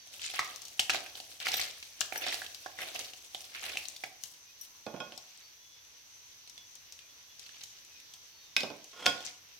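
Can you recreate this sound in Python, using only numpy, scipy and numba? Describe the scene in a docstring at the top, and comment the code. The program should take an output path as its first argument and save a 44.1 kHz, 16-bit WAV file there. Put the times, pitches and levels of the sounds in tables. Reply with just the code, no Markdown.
"""A bangled hand kneads wet raw chicken in a plastic bowl close to a two-port phone in a hard-walled kitchen.
Throughout: faint filtered-noise hiss; now and then far bird-like whistles, gliding sines.
First 5 s: air pockets pop and crackle (damped rising sines, noise) and ring the bowl; glass bangles clink (modes).
Near 5 s a lidded jar is moved (modes, noise cracks, thuds); a faint rustle of tiny bursts and sparser pops follow.
From 8.5 s the jar knocks again, is dragged ever louder and lands on the counter."""
import sys
import numpy as np
from scipy import signal
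from scipy.fft import rfft, irfft, next_fast_len
from scipy.io import wavfile
from scipy.ndimage import uniform_filter1d
from numba import njit

SR = 44100
rng = np.random.default_rng(int(sys.argv[2]) if len(sys.argv) > 2 else 0)


def output_pcm(signal):
    """Save a mono or channel-first signal as 16-bit PCM at the path in sys.argv[1].

    Samples are clipped to [-1, 1] before scaling.
    """
    pcm = np.clip(np.atleast_2d(signal).T, -1, 1) * 32767
    wavfile.write(sys.argv[1], SR, np.round(pcm).astype(np.int16))


N = 422919

# Levels are relative within a layer unless a reference is given; layer gains follow in the functions.
# Squeezes of the hand. Each row: full grip in [s], held [s], crackle level [dB], crackle pitch [Hz],
# slaps in the bowl re crackle [dB], fine fizz re crackle [dB].
SQUEEZES = [(0.236, 0.015, -36.5, 3870, -34, -31), (.36, 0.033, -44, 2380, -31, -14),
            (.5, 0.027, -53, 3100, -12.5, -13), (.92, 0.039, -40.5, 3130, -13, -19),
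            (1.05, 0.018, -52, 2570, -27, -6.5), (1.429, 0.093, -43, 2800, -23.5, -18),
            (1.49, .13, -35.5, 3140, -20.5, -15), (2.14, 0.071, -52, 2140, -9.5, -1.5),
            (2.24, 0.041, -35, 2890, -18.5, -22), (2.34, 0.043, -45, 3700, -17.5, -7),
            (2.798, 0.047, -46, 2500, -12, -10.5), (2.96, 0.049, -45, 3280, -15.5, -14),
            (3.55, 0.021, -46.5, 2500, -21.5, -16), (3.64, 0.055, -41.5, 2800, -18, -13),
            (3.78, 0.018, -53.5, 3200, -16, -7), (4.24, 0.014, -52.5, 5060, -35, -5.5),
            (4.61, 0.011, -57, 5500, -34, -7)]
# The hand moving steadily in the heap. One row, columns as for the squeezes.
STIR = (0.07, 4, -58, 4000, -20, -9.5)
# Single air pockets bursting. Each row: start [s], level [dB], pitch [Hz], bowl ring re level [dB].
POPS = [(0.195, -35, 2900, -40), (0.2173, -29, 3200, -32), (0.2997, -28, 3150, -24),
        (0.3381, -33, 1930, -6), (0.3918, -14.5, 1940, -21), (0.446, -28.5, 5700, -32),
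        (0.5601, -30.5, 5760, -38), (0.619, -31, 6000, -24), (0.6529, -30.5, 5600, -29),
        (0.683, -32, 6400, -37), (0.794, -11, 2790, -30.5), (0.7965, -14.5, 3600, -21),
        (0.8961, -13.5, 2380, -20.5), (0.9014, -15, 2710, -21), (0.9462, -21, 2200, -8),
        (1.062, -32, 2400, -21), (1.1533, -29.5, 3500, -19.5), (1.2012, -29.5, 4200, -14),
        (1.4017, -27, 3680, -21), (1.4556, -29.5, 2200, -23), (1.4681, -18.5, 1985, -26),
        (1.4854, -20, 3700, -14), (1.5179, -20.5, 4930, -29), (1.54, -16.5, 3570, -16.5),
        (1.5956, -22.5, 2100, -15), (1.8268, -30, 2500, -42), (2.0075, -18, 6420, -21),
        (2.0123, -19, 2720, -30), (2.1236, -27, 2210, -7), (2.1577, -24.5, 1700, -20),
        (2.2653, -24, 3480, -11.5), (2.3426, -20.5, 4100, -17.5), (2.4179, -29, 1556, -13),
        (2.4643, -29, 3400, -42), (2.5462, -28, 4430, -53), (2.6608, -28.5, 1560, -6),
        (2.788, -29, 1900, -24), (2.829, -29, 2260, -19), (2.9432, -38, 5470, -30),
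        (2.9921, -26, 5500, -20), (3.135, -33, 2840, -18), (3.3472, -24, 3290, -15.5),
        (3.4065, -33.5, 5750, -28), (3.4426, -35, 4820, -34), (3.5485, -32, 2000, -28),
        (3.6406, -33, 3460, -8), (3.6967, -26, 2220, -20), (3.7556, -33.5, 2540, -7),
        (3.7716, -20.5, 2460, -31), (3.8538, -30, 3800, -37), (3.8844, -29, 5820, -60),
        (3.9632, -30, 4300, -62), (4.0373, -22.5, 2236, -12.5), (4.2068, -50, 4550, -22),
        (4.2367, -25, 5900, -38), (4.3382, -39, 5330, -46), (5.177, -29.5, 4860, -16.5),
        (6.475, -38, 3830, -41), (6.4971, -36.5, 5210, -41), (6.5784, -35, 3370, -39),
        (6.754, -36.5, 6300, -32), (6.9234, -33, 5760, -40), (6.9905, -37, 2990, -35),
        (7.3951, -33, 5040, -34), (7.4632, -36, 4000, -40), (7.4918, -40, 3540, -40),
        (7.636, -27.5, 5640, -45), (7.849, -42.5, 6670, -33), (8.001, -40, 5040, -37),
        (8.1376, -31.5, 5770, -49), (8.843, -36, 5890, -20), (8.9161, -51, 6060, -14),
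        (9.2054, -33, 3200, -10)]
# Bowl resonances. Each row: frequency [Hz], width [Hz], level [dB].
BOWL_MODES = [(350, 104, -0.5), (741, 97, 10)]
# Lowest mode of the counter top. Each row: frequency [Hz], width [Hz], level [dB].
RUMBLE_MODES = [(82.2, 12, 0)]
# Level of the faint rustle of tiny bursts. Each row: time [s], level [dB].
RUSTLE = [(4.75, -48), (4.88, -71), (5.06, -46.5), (5.19, -49), (6.29, -73), (7.09, -56), (7.54, -51),
          (7.65, -49), (8.21, -66), (9.18, -46.5), (9.29, -47), (9.59, -51)]
# Bangles touching. Each row: start [s], level [dB], main tone [Hz].
CLINKS = [(1.48, -46, 14200), (1.5409, -40, 13260), (1.5683, -39, 13700), (1.5968, -42, 13000),
          (2.177, -39, 13600), (4.612, -44.5, 13720), (4.632, -55, 13500)]
# Bangle modes. Each row: multiple of the main tone [ratio], level [dB], t60 [s].
BANGLE_MODES = [(.425, 3, 0.055), (.69, -11, 0.054), (.73, -12, 0.059), (1.0, 4, .055), (1.09, -7, 0.038)]
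# Jar and lid meeting the counter. Each row: start [s], crack [dB], thud [dB], jar ring [dB], lid ring [dB].
KNOCKS = [(4.8647, -39, -33, -51.5, -50), (4.9402, -49, -35.5, -63, -62), (4.9626, -54, -49, -55, -55),
          (5.0025, -39, -37, -39.5, -46), (5.122, -40.5, -49.5, -55, -54.5), (8.5650, -13, -40, -65, -23),
          (8.6057, -24.5, -44, -55, -33), (8.6329, -29.5, -32.5, -68, -40), (8.7016, -42, -39, -58, -69),
          (9.0589, -19.5, -33.5, -32, -40), (9.0632, -11, -31.5, -23.5, -37)]
# Jar modes. Each row: frequency [Hz], level [dB], t60 [s].
JAR_MODES = [(727, -4, .11), (1084, -2, .2), (1443, 0, .18), (3264, -2, .2), (3330, -2, .16),
             (3450, -6, .1), (5150, -6, .09), (6355, -10, .06)]
# Lid modes. Each row: frequency [Hz], level [dB], t60 [s].
LID_MODES = [(1556, -5, .07), (2340, -2, .07), (2530, 2, .14), (3290, -6, .12), (3780, -8, .07),
             (5290, -2, .08)]
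# Counter resonances under the jar. Each row: frequency [Hz], width [Hz], level [dB].
COUNTER_MODES = [(123, 73, -16), (280, 157, -9.5), (590, 215, -3), (840, 300, -10.5)]
# Faint far whistles. Each row: start [s], length [s], start pitch [Hz], end pitch [Hz], level [dB].
WHISTLES = [(.0, 0.048, 4580, 4550, -57), (0.01, 0.26, 3850, 3700, -66), (4.447, 0.095, 2460, 2550, -65),
            (5.403, 0.13, 4550, 4510, -59.5), (5.508, 0.45, 3390, 3460, -64.5),
            (6.556, 0.12, 3450, 3380, -57), (6.988, 0.1, 2450, 2420, -64), (7.07, 0.068, 3400, 3380, -61),
            (7.274, 0.09, 3410, 3410, -64), (7.888, 0.13, 2590, 2420, -63), (8.276, 0.2, 4520, 4290, -61),
            (8.361, .2, 3800, 3560, -63)]
# Hiss spectrum. Each row: frequency [Hz], relative density [dB per Hz].
HISS_SPECTRUM = [(25, -3), (50, -13.5), (95, -8), (180, -19), (800, -17.5), (980, -13), (1250, -17),
                 (2800, -10), (5300, -9), (5950, -0.5), (6400, -7), (7100, -20), (9500, -26), (13000, -16),
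                 (16300, -27.5)]
# Port balance of the hiss. Each row: frequency [Hz], left minus right [dB].
HISS_BALANCE = [(60, -6), (110, -1), (200, -1), (380, -8), (700, -5.5), (1290, -5.5), (2380, -3.5),
                (4400, -4), (8120, 9), (15000, 0)]
# Port balance of the near sounds. Each row: frequency [Hz], left minus right [dB].
PORT_BALANCE = [(60, -9), (110, -5), (200, -6), (380, -6), (700, -9), (1290, -3.5), (2380, -3.5),
                (4400, 1.5), (8120, 5.5), (15000, 5.5)]
# Decay of the kitchen. Each row: frequency [Hz], t60 [s].
ROOM_T60 = [(100, 0.53), (1000, 0.46), (4000, 0.34), (12000, 0.36)]

GRIP_S, LET_GO_DB_PER_S = 0.035, 150  # each squeeze: quick grip, hold, steady fade
KNEAD_END_S = 5.
POCKET_HZ = 3000  # reference pocket
SNAP_DB, SNAP_DB_PER_OCTAVE = -17.5, 5  # small pockets snap more sharply
LEFT_DB_PER_OCTAVE, PAN_SPREAD_DB = -0.5, 4.5  # left minus right
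THUMP_DB = -19.5
KNOCK_SNAP_DB, KNOCK_LEFT_DB = -34.5, -2  # treble snap re the crack; left minus right
LID_ROUGH_DB = 3
DRAG_FROM_S, DRAG_TO_S, DRAG_DB, DRAG_DB_PER_S = 8.93, 9.056, -43.5, 120  # DRAG_DB is reached at the end
HISS_DB = -58.5  # rms of the port mean
ROOM_DB = -5
PORT_LAG_S = .0002  # spread of the arrival lag between the ports
TOP_HZ = 16400


def effort():
    """Gains of crackle, slaps and fizz and the crackle pitch: squeeze powers add up over steady stirring."""
    t = np.arange(N) / SR
    power, octave = np.zeros((3, N)), 0
    for s, held_s, db, hz, slaps_db, fizz_db in [STIR] + SQUEEZES:
        grip = np.clip(1 + (t - s) / GRIP_S, 0, 1)
        shape = grip * undb(db - LET_GO_DB_PER_S * np.maximum(t - s - held_s, 0))
        power += (shape * undb([[0], [slaps_db], [fizz_db]])) ** 2
        octave = octave + shape ** 2 * np.log2(hz)
    crackle_gain, slaps_gain, fizz_gain = np.sqrt(power)
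    crackle_hz = 2 ** (octave / np.maximum(power[0], 1e-30))  # power-weighted mean pitch
    return crackle_gain, slaps_gain, fizz_gain, crackle_hz


def knead():
    """Crackle, fine fizz and soft slaps in the bowl follow the squeeze, in uneven spurts; the counter shakes."""
    crackle_gain, slaps_gain, fizz_gain, crackle_hz = effort()
    crackle = bubbles(crackle_hz, 0.53, 2.2, 2.7, KNEAD_END_S, count=13000)
    fizz = bubbles(10300, 0.26, 0.96, 4.5, KNEAD_END_S, count=18000)
    slaps = bubbles(706, 0.58, 0.86, 1.4, KNEAD_END_S, count=2000)
    bowl = slaps + undb(-6.0) * unit(body(slaps, BOWL_MODES))
    wet = crackle_gain * band(crackle, 1150, 19000) + fizz_gain * fizz
    wet = wet + slaps_gain * unit(band(bowl, 220, 1540))
    rumble = unit(body(rng.standard_normal(N), RUMBLE_MODES))
    shake = undb(-31) * slaps_gain ** 0.65 * rumble
    return undb(4.2 * walk(75)) * wet + shake


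def pops(count=7):
    """Each pocket tears in a quick cluster of bursts near its pitch: snap, wet tail, push on bowl and counter."""
    s, db, hz, bowl_db = np.transpose(POPS)
    octaves_up = np.log2(hz / POCKET_HZ)
    snap_db = SNAP_DB + SNAP_DB_PER_OCTAVE * octaves_up
    pan_db = LEFT_DB_PER_OCTAVE * octaves_up + PAN_SPREAD_DB * rng.standard_normal(len(s))
    tone = scatter(s, hz, db, pan_db, 5.25)

    late_s = 0.0027 * rng.exponential(size=(len(s), count))
    tear_s = s[:, None] + late_s
    tear_hz = hz[:, None] * 2 ** (0.42 * rng.standard_normal((len(s), count)))
    tear_db = db[:, None] - 900 * late_s  # later bursts are weaker
    tear = scatter(tear_s.ravel(), tear_hz.ravel(), tear_db.ravel(), np.repeat(pan_db, count), 2.3)

    wet = band(burst(blows(s, db, pan_db), 0.06), 2900, 6500)
    snap = band(burst(blows(s, db + snap_db, pan_db), 0.021), 5900, 14400)
    ring = band(body(blows(s, db + bowl_db, pan_db), BOWL_MODES), 340, 1760)
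    thump = band(burst(blows(s, db, 0 * s), 0.087, alike=0.89), 60, 140)  # jolts bowl and counter
    out = undb(-2) * tone + undb(-6) * tear + undb(-9) * wet
    return out + undb(-2) * snap + undb(-8.5) * ring + undb(THUMP_DB) * thump


def rustle():
    """Faint uneven rustle of tiny bursts around 3.6 kHz, from 4.75 s on."""
    time_s, level_db = np.transpose(RUSTLE)
    db = np.interp(np.arange(N) / SR, time_s, level_db, left=-200., right=-200.)
    bursts = bubbles(3590, 0.52, 1.8, 3.4, (N - 1) / SR, count=15000)
    return undb(db - 11 + 5.7 * walk(25)) * bursts


def bangles():
    """Glass rings touching: inharmonic modes on each clink's own pitch."""
    s, db, hz = np.transpose(CLINKS)
    return rings(s, db + 2.5, 0 * s, BANGLE_MODES, scale=hz)


def jar():
    """A crack of contact, the modes of jar and lid, the dull thud of the counter, and a short drag."""
    s, db, thud_db, jar_db, lid_db = np.transpose(KNOCKS)
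    pan_db = KNOCK_LEFT_DB + 0 * s
    crack = band(burst(blows(s, db, pan_db), 0.018), 2120, 5150)
    crack = crack + band(burst(blows(s, db + KNOCK_SNAP_DB, pan_db), 0.099), 4500, 14000)
    jar_ring = rings(s, jar_db - 2, pan_db, JAR_MODES)
    lid_ring = rings(s, lid_db - 3.0, pan_db, LID_MODES)
    lid_ring = lid_ring * undb(LID_ROUGH_DB * walk(220))  # the loose lid rings rough
    thud = body(burst(blows(s, thud_db, pan_db), 0.14, alike=1.0), COUNTER_MODES)
    thud = band(thud, 175, 3500)
    return undb(6.5) * crack + jar_ring + lid_ring + undb(-16.0) * thud + drag()


def drag():
    """Uneven rubbing noise excites the jar's modes, ever louder until the jar lands."""
    t = np.arange(N) / SR
    rub = rng.standard_normal(N) * undb(3.1 * walk(200))
    sing = body(rub, [(hz, 40, mode_db) for hz, mode_db, _ in JAR_MODES])
    pressure = undb(np.minimum(DRAG_DB + DRAG_DB_PER_S * (t - DRAG_TO_S), DRAG_DB))
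    pressure = pressure * (t > DRAG_FROM_S) * (t < DRAG_TO_S)
    return pressure * unit(unit(sing) + undb(1) * unit(band(rub, 240, 3700)))


def kitchen(x):
    """Diffuse tail, alike at the two ports only in the bass, its decay set per octave."""
    t, tail = np.arange(SR // 2) / SR, 0
    for hz in 125 * 2 ** np.arange(8):
        alike = 1 / (1 + (hz / 900) ** 2)
        both, own = rng.standard_normal(len(t)), rng.standard_normal((2, len(t)))
        noise = np.sqrt(alike) * both + np.sqrt(1 - alike) * own
        decay = undb(-60 * t / at_hz(ROOM_T60, hz))
        tail = tail + band(noise, hz / np.sqrt(2), hz * np.sqrt(2)) * decay
    tail *= np.clip(t / 0.00087, 0, 1)
    tail /= np.sqrt(np.sum(tail ** 2) / 2)
    return signal.fftconvolve(x.mean(0)[None], tail, axes=1)[:, :N]


def ports(x):
    """The phone's body colours the two ports differently."""
    size = next_fast_len(N + 4096)
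    hz = np.arange(size // 2 + 1) * SR / size
    half = undb(at_hz(PORT_BALANCE, hz) / 2)
    return irfft(rfft(x, size) * np.array([half, 1 / half]), size)[:, :N]


def whistles():
    """Thin gliding sines under half-sine swells, wavering as if from far off."""
    out, t = np.zeros(N), np.arange(N) / SR
    for s, length_s, start_hz, end_hz, db in WHISTLES:
        u = np.clip((t - s) / length_s, 0, 1)
        phase = 2 * np.pi * np.cumsum(start_hz + (end_hz - start_hz) * u) / SR
        out += undb(db) * np.sin(np.pi * u) * np.sin(phase)
    return out * undb(4.0 * walk(150))


def hiss():
    """Steady shaped noise; octave bands swell a little; the ports share only part of the low end."""
    size = next_fast_len(N)
    hz = np.arange(size // 2 + 1) * SR / size
    octaves_up = np.log2(np.maximum(hz, 1) / 200)
    alike = np.clip(.5 - 0.12 * octaves_up ** 2, 0, 1)
    both, own = rfft(rng.standard_normal(size)), rfft(rng.standard_normal((2, size)))
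    noise = np.sqrt(alike) * both + np.sqrt(1 - alike) * own
    tilt_db = at_hz(HISS_BALANCE, hz) * np.array([[.5], [-.5]])
    spectrum = noise * undb(at_hz(HISS_SPECTRUM, hz) + tilt_db)
    swell_db = 1.3 * walk(1.5)  # common to all bands
    octave = np.round(np.log2(np.maximum(hz, 1)))
    x = 0
    for k in range(4, 15):
        x = x + irfft(spectrum * (octave == k), size)[:, :N] * undb(swell_db + 1.35 * walk(26))
    return x * undb(HISS_DB) / np.sqrt(np.mean(x.mean(0) ** 2))


def bubbles(centre_hz, octaves, cycles, spread_db, end_s, count):
    """A dense stream of tiny bursts at rms 1; a few are much larger than the rest."""
    when, rank = rng.random((count, 2)).T
    size, side = rng.standard_normal((count, 2)).T
    s = when * end_s
    hz = (centre_hz + np.zeros(N))[(s * SR).astype(int)] * 2 ** (octaves * size)
    # small, high pockets die sooner but burst harder
    db = spread_db * np.minimum(-np.log(1 - rank), 4.5) + 4.7 * octaves * size
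    return unit(scatter(s, hz, db, 7.8 * side, cycles))


def rings(s, db, pan_db, modes, scale=1):
    """Modes (Hz or ratio, dB, t60 s) struck at times s; every blow weights them a little anew."""
    out = 0
    for hz, mode_db, t60_s in modes:
        spot_db = 0.5 * rng.standard_normal(len(s))
        cycles = hz * scale * max(t60_s, .01) / np.log(1000)
        out = out + scatter(s, hz * scale + 0 * s, db + mode_db + spot_db, pan_db, cycles, glide=0.)
    return out


def scatter(s, hz, db, pan_db, cycles, rise=0.47, glide=0.019):
    """Grains from scattered spots: each has its own lag between the ports."""
    lag = np.clip(PORT_LAG_S * SR * rng.standard_normal(len(s)), -60, 60).astype(np.int64)
    hz = np.clip(hz, 60., .4 * SR)
    left, right = undb(db + pan_db / 2), undb(db - pan_db / 2)
    return grains(N, (s * SR).astype(np.int64), lag, hz, cycles + 0 * s, rise, glide, left, right)


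@njit
def grains(count, start, lag, hz, cycles, rise, glide, left, right):
    """Sines that swell in over `rise` cycles, die by 1/e in `cycles` and glide up; right port `lag` samples later."""
    out = np.zeros((2, count + 128))
    for k in range(len(start)):
        turn = hz[k] / SR  # cycles per sample
        step = np.exp(turn * (2j * np.pi - 1 / cycles[k]))
        bend = np.exp(2j * np.pi * turn * turn * glide)
        z, onset = 1 + 0j, 1.
        for i in range(start[k], count):
            onset *= 1 - min(turn / rise, 1.)
            out[0, i] += left[k] * (1 - onset) * z.imag
            out[1, max(i + lag[k], 0)] += right[k] * (1 - onset) * z.imag
            z *= step
            step *= bend
            if abs(z) < .004:
                break
    return out[:, :count]


def blows(s, db, pan_db):
    """Two-channel train of impulses."""
    x = np.zeros((2, N))
    x[:, (np.asarray(s) * SR).astype(int)] = undb(db + np.array([pan_db, -pan_db]) / 2)
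    return x


def burst(hits, t60_s, alike=0.94):
    """Noise that starts at each impulse and dies away, partly alike at the two ports."""
    alike = np.clip(alike, 0, 1)
    noise = np.sqrt(alike) * rng.standard_normal(N) + np.sqrt(1 - alike) * rng.standard_normal((2, N))
    return signal.lfilter([1], [1, -np.exp(-np.log(1000) / (t60_s * SR))], hits) * noise


def body(x, peaks):
    """Resonances (Hz, width Hz, dB) in parallel, each ringing at its dB after a unit blow."""
    out = 0
    for hz, width_hz, db in peaks:
        r, w = np.exp(-np.pi * width_hz / SR), 2 * np.pi * hz / SR
        out = out + undb(db) * signal.lfilter([0, np.sin(w)], [1, -2 * r * np.cos(w), r * r], x)
    return out


def band(x, lo_hz, hi_hz):
    """Band-pass."""
    return signal.sosfilt(signal.butter(2, [lo_hz, min(hi_hz, .45 * SR)], "band", fs=SR, output="sos"), x)


def walk(rate_hz):
    """Random levels held 1 / rate_hz s and slewed twice."""
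    k = int(SR / rate_hz)
    held = np.repeat(rng.standard_normal(N // k + 1), k)
    return uniform_filter1d(uniform_filter1d(held, k), k)[:N]


def at_hz(table, hz):
    """A (Hz, value) table read on a log axis."""
    f, value = np.transpose(table)
    return np.interp(np.log(np.maximum(hz, 1)), np.log(f), value)


def undb(db):
    """dB to gain."""
    return 10 ** (np.asarray(db) / 20)


def unit(x):
    """Rms 1."""
    return x / np.sqrt(np.mean(x ** 2))


def scene():
    """Near sounds, their room tail, and the background."""
    near = knead() + pops() + rustle() + bangles() + jar()
    # small things radiate no deep bass
    near = signal.sosfilt(signal.butter(3, 70, "high", fs=SR, output="sos"), near)
    return ports(near + undb(ROOM_DB) * kitchen(near)) + whistles() + hiss()


def record(dry):
    """The phone cuts the deep bass and the top."""
    dry = signal.sosfilt(signal.butter(2, 45, "high", fs=SR, output="sos"), dry)
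    return signal.sosfilt(signal.ellip(10, .2, 70, TOP_HZ, fs=SR, output="sos"), dry)


dry = scene()
out = record(dry)
output_pcm(out)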